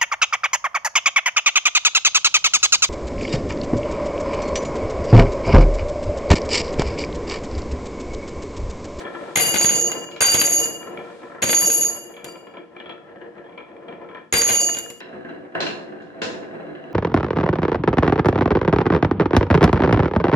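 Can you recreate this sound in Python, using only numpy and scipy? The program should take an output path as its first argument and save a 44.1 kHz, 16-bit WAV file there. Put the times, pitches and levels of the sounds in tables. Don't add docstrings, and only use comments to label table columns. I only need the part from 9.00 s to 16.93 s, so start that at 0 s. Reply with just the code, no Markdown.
import sys
import numpy as np
from scipy import signal
from scipy.fft import rfft, irfft, next_fast_len
from scipy.io import wavfile
from scipy.ndimage import uniform_filter1d, minimum_filter1d

SR = 44100
rng = np.random.default_rng(int(sys.argv[2]) if len(sys.argv) > 2 else 0)


def output_pcm(signal):
    pcm = np.clip(np.atleast_2d(signal).T, -1, 1) * 32767
    wavfile.write(sys.argv[1], SR, np.round(pcm).astype(np.int16))


def gain_from_db(level_db):
    decades = np.asarray(level_db, float) / 20
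    return 10 ** decades


N = 349713
TIME = np.arange(N) / SR
LIVELY_DB = -11

# time in seconds, crack level in dB, then the thud and the ring
# in dB added to the crack level.
CLINKS = [(0.358, -4, -17.5, 2.5), (0.372, -14, -1.5, -5), (0.382, -18, -21, -6), (0.398, -19, -12, -9.5),
          (0.415, -26.5, -17, 1.5), (0.457, -36.5, -16, 5), (0.5426, -14.5, -5.5, -8),
          (0.5576, -13.5, -20.5, -9), (0.613, -18, -15.5, 6.5), (0.645, -12, -9, 1),
          (0.666, -32, -15.5, -6), (0.692, -18.5, -27, -8.5), (0.7361, -37, -17.5, 4),
          (0.9162, -29.5, -21.5, 7.5), (1.2083, -9.5, -12.5, -5), (1.222, -3.5, -17, -6),
          (1.2449, -14, -26, -10), (1.283, -22.5, -16.5, -3.5), (1.3216, -21.5, -25, -1),
          (1.3441, -7, -7.5, 0.5), (1.4142, -7.5, -12, 2.5), (1.4725, -19, -13, -3.5),
          (1.515, -33.5, -13.5, 0), (1.5359, -30.5, -14.5, 5), (1.6562, -37, -10.5, 20.5),
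          (2.4198, -27, -13.5, -0.5), (2.425, -9, -17, -4), (2.439, -17, -2.5, -8),
          (2.4928, -17.5, -15.5, -17), (2.5295, -10, -21, 5), (2.618, -27, -13, -2.5),
          (2.7005, -21, -5, -6), (2.811, -35.5, -12, 21.5), (3.2441, -37, -9, 4.5), (5.3254, -8, -18.5, 7),
          (5.337, -5.5, -7.5, -11.5), (5.348, -23, -13.5, -15), (5.3718, -26, -10.5, 9),
          (5.417, -10, -15, 9.5), (5.489, -21, -17.5, -16.5), (5.498, -20, -6.5, 4),
          (5.5067, -25, -12.5, 7), (5.553, -20, -23, -5.5), (5.6663, -50, -13.5, 18),
          (5.697, -38, -14.5, 10), (5.7457, -35, -39, 10), (5.769, -34.5, -12.5, 1),
          (5.7866, -39, -6.5, 23), (5.9012, -43, -3.5, 13)]
# time in seconds, wall level
# in dB, shoulder level in dB.
STRIKES = [(.358, -35, -35), (.395, -28, -26.5), (.5426, -25.5, -30.5), (.68, -34.5, -34),
           (.87, -37, -30.5), (1.207, -27, -28.5), (1.27, -23.5, -26), (1.37, -22, -33.5),
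           (1.43, -35, -31.5), (1.6544, -38, -31), (2.445, -25.5, -34.5), (2.5275, -30.5, -28.5),
           (2.575, -35, -32.5), (2.6985, -34.5, -40.5), (2.81, -39, -38), (3.2455, -42, -39.5),
           (5.3259, -30.5, -29.5)]
# time in seconds, level in dB, then the low
# knock and the hard knock in dB added to that level.
KNOCKS = [(0.0505, -33.5, 14, -10), (0.148, -25, 2, -20), (.2904, -38, -13, -28.5), (1.114, -48, 5.5, 2.5),
          (1.162, -34, -12.5, -7.5), (1.8718, -30.5, 1, -25.5), (1.9736, -36, 10, -3.5),
          (1.99, -32.5, 11, -17.5), (2.0436, -38.5, -11.5, -24.5), (2.065, -44.5, -5, -28),
          (2.098, -40.5, 6, -15), (2.2166, -35, -1, -24.5), (2.231, -33.5, 9, -22.5),
          (2.296, -35, -7, -25.5), (2.383, -35.5, -5, -26), (2.317, -34.5, -31, -39),
          (2.347, -29.5, -18, -38), (3.117, -59, -7, -18), (3.1384, -57, -10, 6), (3.1655, -35, -5, -6.5),
          (3.259, -41.5, 19.5, -7), (3.3549, -38, 5, -8), (3.469, -35, -1, -11), (3.5376, -35.5, 5, -13.5),
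          (3.5692, -35.5, 9, -8), (3.7636, -32, -15, -7), (3.800, -32.5, -9, -6.5), (3.858, -34, 7, -6.5),
          (3.894, -27, -2, -6), (4.0812, -53.5, -7, -14), (4.158, -39.5, 14, -16), (4.214, -34, -2, -16.5),
          (4.38, -34, -12, -17), (4.441, -48, -5, -14), (4.493, -40.5, -5, -13), (4.522, -43, -11, -8),
          (4.576, -31, -3, -4), (4.61, -43, 0.5, -14.5), (4.692, -48.5, 6, -19.5),
          (4.8826, -32.5, 10.5, -11), (4.925, -37, 11, -10.5), (5.0143, -33, 5, -18.5),
          (5.0883, -37.5, 7.5, -12.5), (5.1477, -29, -32, -16), (5.169, -44, 17.5, -10),
          (6.005, -31.5, -11, -7.5), (6.128, -35.5, 11, -24), (6.2481, -29.5, 4, -28),
          (6.2915, -31.5, 8, -17.5), (6.4505, -36, -6, -31), (6.521, -38, 8, -25), (6.551, -14, -32, -21.5),
          (6.6022, -18.5, 0.5, -15.5), (6.622, -22, -2, -9.5), (6.6666, -23.5, 1.5, -7),
          (6.9227, -32.5, 10.5, -25), (7.217, -17.5, -23, -15.5), (7.666, -33, 10, -26),
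          (7.7507, -35, -14, -17)]


def evened(x):
    return x / np.sqrt(np.mean(x ** 2) + 1e-20)


def read(points, hz):
    f, value = np.transpose(points)
    return np.interp(np.log(hz + 1), np.log(f + 1), value)


def coloured(x, points, even=True):
    level_db = np.maximum(read(points, abs(np.fft.fftfreq(32768, 1 / SR))), -100)
    minimum_phase = np.exp(np.conj(signal.hilbert(np.log(gain_from_db(level_db)))))
    response = np.fft.ifft(minimum_phase).real[:16384] * np.hanning(32768)[16384:]
    if even:
        response = response / np.linalg.norm(response)
    return signal.oaconvolve(x, response[None], axes=1)[:, :N]


def ring(x, hz, width, soft_hz):
    turn = np.exp(2j * np.pi * np.cumsum(hz * np.ones(N)) / SR)
    r, q = np.exp(-np.pi * np.abs([width, soft_hz]) / SR)
    gain = np.sqrt(2 - 2 * r * r) * (1 - q)
    return (turn * signal.lfilter([gain], np.poly([r, q]), x / turn)).real


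def modes(x, table, soft_hz, scale=1, size=40, place=None, order=0):
    total = np.sqrt(sum(gain_from_db(2 * db) for _, _, db in table))
    out = np.zeros((2, N))
    for k, (hz, width, db) in enumerate(table):
        shape = 1 if place is None else gain_from_db(5.5 * np.cos(np.pi * (k + 1) * place))
        tone = gain_from_db(db) / total * ring(shape * x, hz * scale, width, soft_hz)
        out[0] += tone
        out[1] += np.roll(tone, order + rng.integers(0, size))
    return out


def contacts(s, db):
    out = np.zeros(N)
    out[np.round(s * SR).astype(int)] = gain_from_db(db)
    return out


def grains(per_s, spread_db):
    size = gain_from_db(spread_db * np.minimum(rng.exponential(1, N), 4))
    return evened(size * rng.standard_normal(N) * (rng.random(N) < per_s / SR))


def blows(s, db, t60):
    envelope = signal.lfilter([1], [1, -gain_from_db(-60 / t60 / SR)], contacts(s, db))
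    common, own = rng.standard_normal(N), rng.standard_normal((2, N))
    return envelope * (0.33 * common + 0.65 * own)


def wander(size):
    once = uniform_filter1d(rng.standard_normal(N), size=size)
    return evened(uniform_filter1d(once, size=size))


def ports(x, points):
    sides = []
    for k, sign in enumerate((1, -1)):
        tilt = [(hz, sign * db / 2) for hz, db in points]
        sides.append(coloured(x[[k]], tilt, even=False))
    return np.vstack(sides)


def pair():
    # frequency in Hz, left-right likeness from 0 to 1.
    likeness = [(60, 0.028), (150, 1), (380, 0.77), (950, 0.055), (2380, 0.15), (5980, 0.089), (15000, 1)]
    size = next_fast_len(N)
    a, b = rfft(rng.standard_normal((2, size)))
    same = np.clip(read(likeness, np.fft.rfftfreq(size, 1 / SR)), -1, 1)
    return irfft(np.array([a, same * a + np.sqrt(1 - same ** 2) * b]), size)[:, :N]


def jar():
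    # frequency in Hz, left over right in dB.
    jar_side = [(60, 2.5), (99, 2), (160, 7), (270, 16), (450, 3.5), (740, 4.5), (1220, 1.5), (2010, 0.5),
                (3330, 2), (5500, -1), (6900, -6), (9080, 7.5), (15000, 15)]
    stir = stirring()
    base_db = stir[0]
    jostle = gain_from_db(base_db) * grains(per_s=1500, spread_db=2.4)
    return ports(ringing_glass(jostle, *stir) + landings(jostle, base_db), jar_side)


def ringing_glass(jostle, base_db, base_hz, wall_db, rim_db, belly_db, shoulder_db):
    # factor on the base pitch, width in Hz, level in dB.
    base = [(1, 70, 0), (1.02, 110, -4), (.93, 500, -17), (1.065, 130, -13)]
    # frequency in Hz, width in Hz, level in dB.
    foot = [(6550, 16, -6), (6615, 16, -5), (6668, 12, 0), (6700, 14, -2)]
    wall = [(4708, 14, -4), (4737, 13, 0), (8791, 12, -4)]
    rim = [(10190, 30, -10), (10650, 40, -4), (11055, 16, -3), (11260, 70, 0), (11400, 110, -5),
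           (11700, 70, -8), (11850, 70, -9), (12110, 30, -11)]
    belly = [(345, 25, -6), (458, 11, -3), (565, 20, -3), (680, 25, -6)]
    shoulder = [(2846, 6, -1), (2865, 6, 0)]
    s, crack_db, _, ring_db = np.transpose(CLINKS)
    _, sing_db, hum_db = np.transpose(STRIKES)
    slide = gain_from_db(base_db) * rng.standard_normal(N)
    kicks = blows(s, crack_db + ring_db + 12, 0.0054)[0]
    glass = gain_from_db(-10.5) * modes(jostle + kicks, base, 1300, base_hz, size=1)
    loose = np.clip((6850 - base_hz) / 150, .05, 1)
    glass += gain_from_db(-4.35) * modes(loose * (jostle + kicks), foot, 270, size=1)
    glass += modes(gain_from_db(wall_db - 8) * slide + gain_from_db(-27) * kicks, wall, 200, size=3)
    glass += modes(gain_from_db(rim_db) * jostle + gain_from_db(-13.5) * kicks, rim, 470)
    glass += modes(gain_from_db(belly_db - 9) * jostle + gain_from_db(-23) * kicks, belly, 330, size=1, order=8)
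    glass += modes(gain_from_db(shoulder_db - 26) * slide, shoulder, 200, size=1, order=5)
    glass += singing(sing_db, wall[:2], 30, base_db, order=1)
    glass += singing(hum_db, shoulder, 8, base_db, order=5)
    return glass


def landings(jostle, base_db):
    # frequency in Hz, level in dB per Hz.
    chatter_colour = [(180, -29), (300, -3.5), (468, 61.5), (2360, -29.5), (2880, -9), (4210, -23.5),
                      (4570, -71.5), (6900, -42.5), (9600, -52), (11700, 23.5), (15500, -110)]
    crack_colour = [(150, -28.5), (250, -8.5), (614, -1.5), (1410, -6), (2620, -2.5), (4630, -12),
                    (5600, -64.5), (6770, -19.5), (8040, -42.5), (11600, -37.5), (15500, -73)]
    thud_colour = [(15, -6.5), (30, 2.5), (60, -1.5), (110, 5.5), (200, 4.5), (320, 0), (600, 0.5),
                   (1000, -12)]
    # frequency in Hz, width in Hz, level in dB.
    clack = [(1560, 120, -5), (2090, 90, 0), (2380, 110, -5), (3300, 300, -12)]
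    s, crack_db, thud_db, _ = np.transpose(CLINKS)
    chatter = gain_from_db(-42) * coloured(gain_from_db(base_db) * pair() + .5 * jostle, chatter_colour)
    bursts = blows(s, crack_db - 6.5, 0.14) + blows(s, crack_db - 0.5, 0.041)
    crack = coloured(bursts + gain_from_db(base_db - 27.5) * pair(), crack_colour)
    crack += modes(blows(s, crack_db + 0.5, 0.024)[0] + contacts(s, crack_db + 4), clack, 750)
    crack += blows(s, crack_db - 10.5, 0.0095)
    jolt = blows(s, crack_db + thud_db + 0.5, 0.052) + contacts(s, crack_db + thud_db + 13.5)
    thud = coloured(jolt + 2.3 * jolt[::-1], thud_colour)
    return chatter + crack + thud


def stirring():
    # time in seconds, ring level in dB, lively time
    # in seconds, then wall and shoulder ring in dB re base, before trims.
    stirs = [(0.356, -12.5, 0.013, -3, 1), (0.541, -14.5, 0.17, -3.5, -2), (.86, -37, 0.013, -8.5, 3),
             (1.205, -12, 0.24, 2, -0.5), (2.421, -14, 0.3, 1.5, -5.5), (3.241, -48, 0.0035, -4, 3),
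             (5.325, -15.5, 0.25, 1.5, 1.5)]
    waver_db, waver_hz = 3.5, 44.4
    s, ring_db, lively_s, wall_db, shoulder_db = np.transpose(stirs)[:, :, None]
    late = np.maximum(TIME - s - lively_s, 0)
    fall_db = np.minimum(50.5 * late + 169.5 * late ** 2, 150)
    power = (TIME >= s) * gain_from_db(2 * (ring_db - fall_db))
    total = power.sum(0) + 1e-12

    def shared(db):
        return (power * db).sum(0) / total

    level_db = 10 * np.log10(total)
    settled_db = np.clip(LIVELY_DB - level_db, 0, 45)
    base_hz = 6727 + 5 * settled_db + waver_hz * wander(size=900)
    wall = shared(wall_db - 61 * np.clip(TIME - s, 0, .26))
    rim = -11 - 0.65 * settled_db
    belly = -15 + .35 * np.minimum(shared(fall_db), 40)
    shoulder = shared(shoulder_db + .18 * np.minimum(fall_db, 40))
    shares = [db + waver_db * wander(size=1500) for db in (wall, rim, belly, shoulder)]
    return level_db + waver_db * wander(size=700), base_hz, *shares


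def singing(level_db, partials, sag_db_per_s, base_db, order):
    at = np.transpose(STRIKES)[0]
    last = np.searchsorted(at, TIME) - 1
    age = abs(TIME - at[last])
    hush_db = .4 * (base_db - LIVELY_DB)
    onset = (last >= 0) * np.minimum(age / .005, 1)
    envelope = onset * gain_from_db(level_db[last] - sag_db_per_s * age + hush_db)
    tone = envelope * sum(gain_from_db(db) * np.sin(2 * np.pi * hz * age) for hz, _, db in partials)
    return np.array([tone, np.roll(tone, order)])


def board(body, table, here):
    # time in seconds, rumble level in dB.
    roll = [
        [(0.0, -37), (0.05, -31), (0.34, -34), (0.37, -35), (0.75, -28.5), (0.95, -31.5), (1.195, -37.5),
         (1.22, -28.5), (1.7, -33.5), (1.9, -33), (2.41, -44), (2.43, -22.5), (2.91, -35), (3.02, -41.5),
         (3.29, -36.5), (3.34, -42), (3.72, -45), (3.9, -41.5), (4.05, -43), (4.3, -38.5), (4.52, -44.5),
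         (4.75, -41), (4.92, -36.5), (5.18, -45.5), (5.323, -69.5), (5.328, -25), (5.83, -39.5), (6.0, -52)],
        [(6.01, -40), (6.426, -41), (6.522, -51), (6.554, -27.5), (6.586, -38), (6.662, -45), (6.806, -36),
         (7.074, -40.5), (7.138, -38), (7.196, -40.5), (7.202, -50), (7.218, -29.5), (7.436, -39.5),
         (7.704, -36), (7.816, -38), (7.93, -30.5)],
    ]
    # time in seconds, share of the board's width.
    touched = [(0, 0.084), (2.3, 0.16), (3.12, 0.091), (3.26, 0.13), (3.47, 0.26), (3.56, 0.17),
               (3.76, 0.11), (3.8, 0.57), (3.85, 0.92), (3.89, 0.87), (4.0, 0.88), (4.1, 0.72),
               (4.22, 0.66), (4.32, 0.76), (4.4, 0.84), (4.5, 0.26), (4.58, 0.22), (4.7, 0.35), (4.88, .12),
               (4.93, 0.15), (5.02, 0.3), (5.09, 0.14), (5.15, 0.088), (6.0, 0.055), (6.55, 0.15),
               (6.62, 0.15), (7.22, 0.08)]
    rumble_db = np.interp(TIME, *np.concatenate(roll).T)
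    swing_db = 1.1 * (rumble_db + 41.5)
    grit = gain_from_db(-56 + swing_db)
    rumble = gain_from_db(rumble_db - 1.5 + 2 * wander(size=1800))
    s, peak_db, low_db, hard_db = np.transpose(KNOCKS)
    place = np.interp(TIME, *np.transpose(touched))
    low = [mode for mode in table if mode[0] < 850]
    middle = [mode for mode in table if 850 <= mode[0] < 2100]
    high = [mode for mode in table if mode[0] >= 2100]

    lumps = gain_from_db(3.6 * evened(uniform_filter1d(rng.standard_normal(N), size=1500)) - 2.5)
    rolling = here * (0.82 * grains(per_s=590, spread_db=0) + 0.86 * rng.standard_normal(N))
    hops = signal.lfilter([1], [1, -.985], abs(grains(per_s=39, spread_db=4)))
    rattle = gain_from_db(-19 - np.maximum(swing_db - 6.5, 0)) * here * hops * rng.standard_normal(N)
    scrape = grit * (lumps * rolling + rattle)

    def knock(db, t60, skid_db=-8):
        return here * (blows(s, db, t60) + blows(s, db + skid_db, 0.28))

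    low_drive = rumble * rolling + knock(peak_db + low_db + 1.5, 0.035)[0]
    wood = gain_from_db(-5.5) * modes(low_drive, low, 59, size=12)
    middle_drive = scrape + knock(peak_db - 4.5, 0.02, skid_db=-5)[0] + here * contacts(s, peak_db + 11)
    wood += gain_from_db(-4.5) * modes(middle_drive, middle, 380, place=place)
    hard_knock = knock(peak_db + hard_db - 0.5, 0.04)[0] + here * contacts(s, peak_db + hard_db + 16)
    wood += modes(gain_from_db(-15.5) * scrape + hard_knock, high, 500, place=place)
    wood += gain_from_db(-8) * coloured(here * rumble * lumps * pair() + knock(peak_db, 0.099), body)
    return wood


def glassy_ticks(here):
    # time in seconds, level in dB.
    clicks = [(1.1136, -43), (1.163, -40), (1.8703, -53), (6.004, -41), (6.6047, -23), (6.619, -52),
              (6.6651, -30), (7.021, -55), (7.219, -24), (7.234, -27.5)]
    # frequency in Hz, level in dB per Hz.
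    tick_colour = [(1760, -22.5), (3000, -6.5), (3980, -6.5), (4680, -9.5), (6960, -16.5), (15000, -68)]
    # frequency in Hz, width in Hz, level in dB.
    click_modes = [(2640, 130, -4), (3350, 150, -13), (4117, 79, -1.5), (5180, 120, -6), (5410, 66, -12),
                   (6850, 170, -19)]
    knock_s, knock_db, _, _ = np.transpose(KNOCKS)
    s, peak_db = np.transpose(clicks)
    bursts = blows(knock_s, knock_db - 46, .02) + blows(s, peak_db, 0.013)
    tick = coloured(here * bursts, tick_colour)
    return tick + modes(here * blows(s, peak_db - 5, 0.04)[0], click_modes, 500)


def room(x):
    # frequency in Hz, time to fall by 60 dB in seconds.
    decay = [(100, 0.78), (500, 0.62), (2000, 0.42), (6000, 0.44), (12000, 0.55)]
    echoes = np.zeros((2, SR))
    at = np.arange(200, SR - 20, 20) + rng.integers(0, 20, (2, (SR - 201) // 20))
    np.put_along_axis(echoes, at, rng.choice([-1., 1.], at.shape), 1)
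    hz, t, z = signal.stft(echoes, SR, nperseg=256)
    fading = z * gain_from_db(-60 * t / read(decay, hz)[:, None])
    tail = signal.istft(fading, SR, nperseg=256)[1]
    crossed = x + 0.24 * x[::-1]
    return signal.fftconvolve(crossed, tail / np.linalg.norm(tail[0]), axes=1)[:, :N]


def background():
    # time of the peak in seconds, half length in seconds, level in dB.
    hiss = [(.001, 0.048, -49), (0.301, 0.35, -55.5), (2.154, 0.31, -60)]
    # frequency in Hz, level in dB per Hz.
    hiss_colour = [(1760, -1.5), (3000, -2.5), (3710, -2), (5160, -9), (8470, -13), (11900, -28),
                   (15500, -25)]
    air_colour = [(25, -40), (60, -27.5), (170, -2), (400, -7), (1100, -29.5), (2800, -32.5), (5000, -37),
                  (9000, -45), (16000, -62)]
    swell = np.zeros(N)
    for s, half, db in hiss:
        swell += gain_from_db(db) * np.cos(np.pi / 2 * np.clip((TIME - s) / half, -1, 1))
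    return coloured(swell * pair(), hiss_colour) + gain_from_db(-60) * coloured(pair(), air_colour)


def scene():
    # frequency in Hz, width in Hz, level in dB.
    near_modes = [(186.4, 25, -6.5), (206.6, 35, -6.5), (310.4, 6.2, -3.5), (348.1, 32, 4),
                  (472.4, 24, 3.5), (575, 48, 2.5), (630, 18, -8), (677, 190, 3.5), (1023, 50, 2),
                  (1341.6, 78, 4), (1732, 160, 5), (1836, 13, -7.5), (2347, 85, 1), (2640, 150, -4),
                  (2880, 450, -3.5), (3297, 80, 0), (3920, 100, -20.5), (1620, 600, 1.5)]
    far_modes = [(172, 15, -9.5), (205, 18, 0), (297, 37, 5.5), (351, 33, 7), (432, 79, 0.5),
                 (503.4, 32, 3.5), (666, 63, 2), (730, 30, -3.5), (1040, 87, -3.5), (1216, 120, 2),
                 (1647, 300, 10), (1838, 260, 5.5), (2360, 1700, 8.5), (2750, 250, 11.5), (3275, 110, 1.5),
                 (3980, 120, 3)]
    # frequency in Hz, level in dB per Hz.
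    near_body = [(24, -36), (40, -18.5), (281, 2), (329, 5.5), (484, 7), (779, 0.5), (1020, 1),
                 (1140, -8.5), (2360, -14.5), (2830, -20.5), (9000, -92), (11700, -93), (19800, -120)]
    far_body = [(30, -65), (110, -12.5), (200, -7), (350, -1.5), (700, -6), (900, -13), (1850, -19.5),
                (2400, -24), (4300, -54), (5200, -54), (9000, -57), (16000, -100)]
    first = TIME < 6.007
    glass = jar()
    wood = gain_from_db([[1.2], [-1.2]]) * board(near_body, near_modes, first)
    tick = glassy_ticks(first)
    near = glass + wood + tick + room(gain_from_db(-7) * glass + gain_from_db(-8) * wood + gain_from_db(0.5) * tick)
    wood, tick = board(far_body, far_modes, ~first), glassy_ticks(~first)
    far = wood + tick + room(gain_from_db(-1.5) * wood + gain_from_db(5.5) * tick)
    return first * near + far + background()


def top_cut(x):
    return signal.sosfilt(signal.butter(12, 16500, fs=SR, output="sos"), x)


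def record(dry):
    # frequency in Hz, overall response in dB before evening to energy 1.
    overall = [(20, -19.5), (60, -1.5), (12200, 2.5), (12800, -27.5), (15500, -21.5), (16500, -34.5)]
    heard = gain_from_db(2) * coloured(dry, overall)
    peak_db = -minimum_filter1d(-20 * np.log10(abs(heard).max(0) + 1e-9), size=60)
    fall_db = TIME * 200
    followed_db = np.maximum.accumulate(peak_db + fall_db) - fall_db
    over_db = np.maximum(followed_db + 9, 0)
    held = heard / gain_from_db(0.7 * uniform_filter1d(over_db, size=40))
    return top_cut(held)


dry = scene()
out = record(dry)
output_pcm(out)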